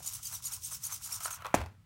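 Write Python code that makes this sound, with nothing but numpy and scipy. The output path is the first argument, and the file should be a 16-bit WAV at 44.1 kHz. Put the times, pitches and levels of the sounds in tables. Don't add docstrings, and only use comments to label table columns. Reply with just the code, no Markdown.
import sys
import numpy as np
from scipy import signal
from scipy.fft import rfft, irfft, next_fast_len
from scipy.io import wavfile
from scipy.ndimage import map_coordinates

SR = 44100
rng = np.random.default_rng(int(sys.argv[2]) if len(sys.argv) > 2 else 0)


def put_to_file(sound):
    columns = np.atleast_2d(sound).T
    safe = np.clip(columns, -1, 1)
    whole_steps = np.round(safe * 32767)
    wavfile.write(sys.argv[1], SR, whole_steps.astype(np.int16))


def undo_db(level):
    steps = np.asarray(level, float) / 20
    return 10 ** steps


N = 81585

# f/Hz, level/dB
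CASE_COLOUR = [(1500, -33.5), (3700, -12.5), (4400, -18.5), (5500, -2.5), (8800, -2), (11500, -9),
               (14000, -6.5), (17000, -40)]
# t/s, level/dB, clatter share [1], hardness as pitch ratio [1]
CONTACTS = [
    (1.5416, -9.5, 0.085, 2.74),
    (1.5428, -8, 0.11, 1.1),
    (1.5458, -22, 0.18, 0.69),
    (1.548, -32.5, 3.5, 1.5),
]
FALL_S = CONTACTS[0][0]


def unit(x):
    return x / np.sqrt(np.mean(x ** 2) + 1e-20)


def along(points, hz):
    f, v = np.transpose(points)
    return np.interp(np.log(hz + 1), np.log(f + 1), v)


def wobble(rate_hz, size=N):
    knots = rng.standard_normal(int(size * rate_hz / SR) + 4)
    return map_coordinates(knots, [np.arange(size) * rate_hz / SR])


def noise(size=N):
    return rng.standard_normal(size)


def coloured(x, spectrum):
    m = next_fast_len(len(x) + 8192)
    gain = undo_db(along(spectrum, np.fft.rfftfreq(m, 1 / SR)))
    return unit(irfft(rfft(x, m) * gain, m)[:len(x)])


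def highpass(x, hz):
    return signal.sosfilt(signal.butter(2, hz, "high", fs=SR, output="sos"), x)


def add(track, s, sound):
    part = track[max(round(s * SR), 0):][:len(sound)]
    part += sound[:len(part)]


def ring(modes, t, attack_s):
    tones = sum(undo_db(db - 60 * t / t60) * np.sin(2 * np.pi * hz * t) for hz, db, t60 in modes)
    return tones * (1 - np.exp(-t / attack_s))


def case_db(hz):
    # f/Hz, width/Hz, lift/dB
    peaks = [(3650, 280, 3.5), (4700, 240, 8), (6060, 1700, 3), (7010, 190, 5), (8690, 330, 7),
             (11480, 590, 8)]
    lift_db = sum(db / (1 + (2 * (hz - c) / w) ** 2) for c, w, db in peaks)
    return along(CASE_COLOUR, hz) + lift_db - 2.5


def servos():
    # fastest moment t/s, top tooth rate f/Hz, whine level/dB, hiss level/dB, gear turn then [0-1]
    strokes = [(-.03, 1920, -62, -52, 0.3), (0.065, 2050, -48, -67, 0), (0.072, 2350, -38, -43, 0.6),
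               (.143, 2083, -42.5, -43, 0.26), (0.261, 1587, -45, -46, 0.28), (0.271, 2300, -49, -49, 0.97),
               (0.341, 2080, -40.5, -43.5, 0.05), (0.462, 2056, -50.5, -60, 0.33),
               (0.462, 2323, -37, -44.5, 0.39), (0.537, 2258, -40, -43, 0), (0.651, 2167, -44.5, -49.5, 0),
               (.662, 2333, -48, -45, 0.1), (0.734, 2036, -43.5, -50.5, 0), (0.734, 2243, -51, -43.5, 0.6),
               (0.854, 2274, -36.5, -44, 0), (0.932, 2110, -41, -42.5, 0.28),
               (1.052, 2433, -43.5, -50.5, 0.22), (1.052, 1727, -51, -45, 0.5),
               (1.134, 1893, -39, -42, 0.37), (1.238, 1584, -49, -54, 0.3), (1.25, 2282, -38, -41.5, 0),
               (1.331, 2128, -41.5, -49.5, 0.08)]
    # t/s, level/dB
    starts = [
        (0.024, -38.5),
        (0.227, -36),
        (0.42, -42),
        (0.619, -41.5),
        (.822, -49),
        (1.018, -42),
        (1.201, -37.5),
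        (1.303, -34),
    ]
    # f/Hz, density/dB
    hiss_colour = [(1000, -53.5), (2000, -14.5), (3200, -8), (4700, -7), (5500, 1), (8800, -1),
                   (14800, -6.5), (15800, -3)]
    stroke_s, hiss_stretch, teeth = .088, 1.21, 30.4
    whine_power, hiss_power = 5, 1.59
    slowing, travel_hz, travel_power = 1.2, 2277, 1.3
    beat_db, flicker_db, flicker_hz = 4.5, 4.5, 110
    jitter, jitter_hz, tooth_gate = .008, 400, .5
    start_rise_s, start_t60_s = .0055, .078
    hold_db, hold_lumps_db, hold_end_s = -55, 1.8, 1.375
    dome_hz, dome_power, dome_db = 9500, .3, -44

    lead = SR // 5
    whine, hiss_power_sum = np.zeros(N + lead), np.zeros(N + lead)
    t = np.arange(-SR // 11, SR // 11) / SR
    size = len(t)
    for s, top_hz, whine_db, hiss_db, turn in strokes:
        longer = slowing * min((travel_hz / top_hz) ** travel_power, 1.3)
        stretch = np.where(t > 0, longer, 1)

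        def arch(length_s):
            return np.cos(np.pi * np.clip(t / length_s / stretch, -.5, .5)) + 1e-6

        speed = arch(stroke_s)
        hz = top_hz * speed * (1 + jitter * wobble(jitter_hz, size))
        phase = 2 * np.pi * np.cumsum(hz) / SR
        beat = beat_db * np.cos((phase - phase[size // 2]) / teeth + 2 * np.pi * turn)
        stack = np.zeros(size)
        for k in range(2, 11):
            level_db = case_db(k * hz) + beat + flicker_db * wobble(flicker_hz, size)
            audible = k * hz < SR * .45
            stack += undo_db(level_db) * audible * np.sin(k * phase + rng.uniform(0, 7.8))
        start_s = s + t[0] + lead / SR
        add(whine, start_s, undo_db(whine_db) * speed ** whine_power * stack)
        gate = 1 + tooth_gate * np.cos(phase)
        gate *= undo_db(hiss_db + 0.11 * beat + 1.8 * wobble(393.4, size))
        gate *= arch(stroke_s * hiss_stretch) ** hiss_power
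        add(hiss_power_sum, start_s, gate ** 2)

    age = t - t[0]
    for s, db in starts:
        kick = undo_db(db - 60 * age / start_t60_s) * np.minimum(age / start_rise_s, 1)
        add(hiss_power_sum, s + lead / SR, kick ** 2)
    hold = undo_db(hold_db + hold_lumps_db * wobble(89)) * (np.arange(N) < hold_end_s * SR)
    level = np.sqrt(hiss_power_sum[lead:] + hold ** 2)

    hiss = coloured(noise(), hiss_colour)
    low = signal.sosfiltfilt(signal.butter(2, dome_hz, fs=SR, output="sos"), hiss)
    top = (level / undo_db(dome_db)) ** dome_power * (hiss - low)
    return whine[lead:] + level * (low + top)


def feet():
    # t/s, level/dB
    scrape = [(0, -61.5), (.07, -65), (0.142, -57), (.22, -73), (0.329, -57), (.42, -68.5), (0.533, -55.5),
              (.63, -76), (0.719, -54.5), (.8, -71), (0.907, -51), (1.0, -66), (1.098, -53.5), (1.19, -57),
              (1.27, -47), (1.38, -56), (1.47, -51.5), (1.532, -53.5)]
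    # f/Hz, density/dB
    sand = [(350, -36.5), (720, -9), (1030, 1), (1180, -0.5), (1350, 1), (1800, -10.5), (2350, -8),
            (5000, -25)]
    grit_db, grit_hz = 2.2, 260
    s, db = np.transpose(scrape)
    level_db = np.interp(np.arange(N) / SR, np.append(s, s[-1] + 0.13), np.append(db, db[-1] - 24))
    grains = undo_db(grit_db * wobble(grit_hz) + grit_db * wobble(40.36)) * noise()
    return undo_db(level_db) * coloured(grains, sand)


def shell():
    # t/s, peak level/dB, shell f/Hz, snap level/dB
    knocks = [(.004, -42, 734, -71), (.022, -50, 950, -70), (.045, -48, 750, -70), (.065, -51, 850, -65),
              (0.325, -44.5, 1270, -46), (0.524, -56, 1070, -40), (.716, -50, 1300, -50),
              (0.725, -47, 1100, -40), (1.044, -53, 1350, -59), (1.064, -47, 1490, -60),
              (1.115, -42.5, 2390, -40), (1.206, -37, 1250, -34), (1.228, -45, 1460, -64),
              (1.256, -23, 1317, -35), (1.279, -31.5, 1425, -58), (1.3079, -33, 1317, -39.5),
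              (1.39, -44, 1390, -66), (1.401, -52, 1220, -62), (1.422, -34, 1310, -42),
              (1.431, -55, 1170, -64.5), (1.447, -28, 1310, -41), (1.45, -38, 1066, -45.5),
              (1.456, -26.5, 1106, -37), (1.458, -31.5, 1056, -39), (1.466, -27, 1120, -31.5),
              (1.478, -38, 1043, -71), (1.616, -52, 1240, -40), (1.661, -31.5, 830, -40)]
    # frequency ratio [1], level/dB
    shell_modes = [(.55, -5), (.8, -2), (1, 3), (1.25, -7), (1.7, -11), (2.3, -11), (3.1, -13)]
    shell_t60_s, snap_t60_s, snap_top_hz = .016, .008, 8100
    out, t = np.zeros(N), np.arange(SR // 10) / SR
    b, a = signal.butter(1, snap_top_hz, fs=SR)
    for s, db, hz, snap_db in knocks:
        snap = undo_db(snap_db - 60 * t / snap_t60_s) * signal.lfilter(b, a, noise(len(t)))
        modes = [(hz * ratio, mode_db, shell_t60_s) for ratio, mode_db in shell_modes]
        add(out, s, undo_db(db) * ring(modes, t, attack_s=0.00099) + snap)
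    return highpass(out, 430)


def landing():
    # f/Hz, level/dB, t60/s
    body = [(183, -8, 0.045), (250.4, -0.5, 0.036), (410, -9, 0.023), (500, -7, 0.015), (630, 8.5, 0.014),
            (775, -5.5, 0.018), (1032, -10, 0.021), (1440, -17, 0.02), (1700, -34, 0.037),
            (1876, -16, 0.026), (2274, -11, 0.032)]
    out, t = np.zeros(N), np.arange(SR // 2) / SR
    for s, db, clatter, ratio in CONTACTS:
        bright = coloured(noise(len(t)), CASE_COLOUR) * undo_db(-60 * t / 0.042)
        modes = [(hz * ratio, mode_db, t60 / ratio) for hz, mode_db, t60 in body]
        add(out, s, undo_db(db - 8) * (clatter * bright - ring(modes, t, attack_s=0.000383)))
    return highpass(out, 105)


def tub():
    # f/Hz, density/dB
    boom_colour = [(45, -24), (62, 14), (75, 12.5), (100, 11), (140, -1), (210, -9.5), (300, -10),
                   (600, -41.5)]
    # f/Hz, level/dB, t60/s
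    tub_modes = [(61.4, 2.5, 0.34), (79.9, -2.5, 0.46), (97.8, 0.5, 0.48), (118.2, -6.5, 0.45),
                 (201.9, -12, 0.48)]
    boom_db, boom_t60_s, boom_rise_s = -37, 0.62, 0.0198
    tub_db, tub_lag_s, tub_rise_s = -31, .025, .007
    out, t = np.zeros(N), np.arange(SR // 2) / SR
    swell = undo_db(boom_db - 60 * t / boom_t60_s) * (1 - np.exp(-t / boom_rise_s))
    add(out, FALL_S, swell * coloured(noise(len(t)), boom_colour))
    add(out, FALL_S + tub_lag_s, undo_db(tub_db) * ring(tub_modes, t, attack_s=tub_rise_s))
    return out


def thrown_sand():
    # f/Hz, density/dB
    puff_colour = [(80, -26), (200, -6), (600, -3), (1200, -20), (2300, -15), (3000, -24), (9000, -43)]
    # f/Hz, density/dB
    spray_colour = [(90, -31.5), (200, -4), (600, -10), (1400, -10), (1900, -13.5), (2350, -11),
                    (3000, -18.5), (16000, -35.5)]
    puff_db, puff_t60_s = -28, 0.071
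    spray_db, spray_t60_s, spray_lumps_db = -29, 0.29, 1
    out, t = np.zeros(N), np.arange(SR // 2) / SR
    size = len(t)
    add(out, FALL_S, undo_db(puff_db - 60 * t / puff_t60_s) * coloured(noise(size), puff_colour))
    spray = coloured(undo_db(3.2 * wobble(199.3, size)) * noise(size), spray_colour)
    level_db = spray_db - 60 * t / spray_t60_s + spray_lumps_db * wobble(50, size)
    add(out, FALL_S, undo_db(level_db) * spray)
    return out


def room(x):
    # f/Hz, t60/s
    room_t60 = [(150, 0.19), (1000, 0.27), (5000, 0.19), (14000, 0.057)]
    hz, t, z = signal.stft(noise(SR // 2), SR, nperseg=256)
    decay = undo_db(-60 * t / along(room_t60, hz)[:, None])
    tail = signal.istft(z * decay, SR, nperseg=256)[1]
    delayed = np.pad(x, (round(.006 * SR), 0))
    return signal.fftconvolve(delayed, tail / np.linalg.norm(tail))[:N]


def background():
    # f/Hz, density/dB
    rumble_colour = [(12, -74.5), (20, -50), (43, -6), (108, -0.5), (151, -8.5), (177, -10.5), (206, -22.5),
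                     (316, -26), (500, -45), (650, -62), (1100, -120)]
    # f/Hz, density/dB
    air_colour = [(180, -41), (300, -17), (549, -13), (820, -17), (1960, -15.5), (15200, -27.5),
                  (16500, -30)]
    rumble_db, air_db = -58, -73.5
    rumble = undo_db(rumble_db + 0.18 * wobble(4.8)) * coloured(noise(), rumble_colour)
    return rumble + undo_db(air_db) * coloured(noise(), air_colour)


def scene():
    room_db = -14.5
    robot = servos() + feet() + shell() + landing() + tub() + thrown_sand()
    return (robot + undo_db(room_db) * room(robot) + background())[None]


def top_cut(x):
    return signal.sosfilt(signal.butter(12, 17030, fs=SR, output="sos"), x)


def record(dry):
    low_hz, top_hz, above_db = 48, 15950, -34
    duck_db, duck_s = -4, 0.73
    m = next_fast_len(N + SR // 4)
    f = np.fft.rfftfreq(m, 1 / SR)
    jf = 1j * f
    bass_cut = jf ** 2 / (jf ** 2 + np.sqrt(2) * jf * low_hz + low_hz ** 2)
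    heard = irfft(rfft(dry, m) * bass_cut * undo_db(above_db * (f > top_hz)), m)[:, :N]
    after_s = np.arange(N) / SR - FALL_S - .01
    gain = undo_db(duck_db * (after_s > 0) * np.exp(-np.abs(after_s) / duck_s))
    return top_cut(heard * gain)


dry = scene()
out = record(dry)
put_to_file(out)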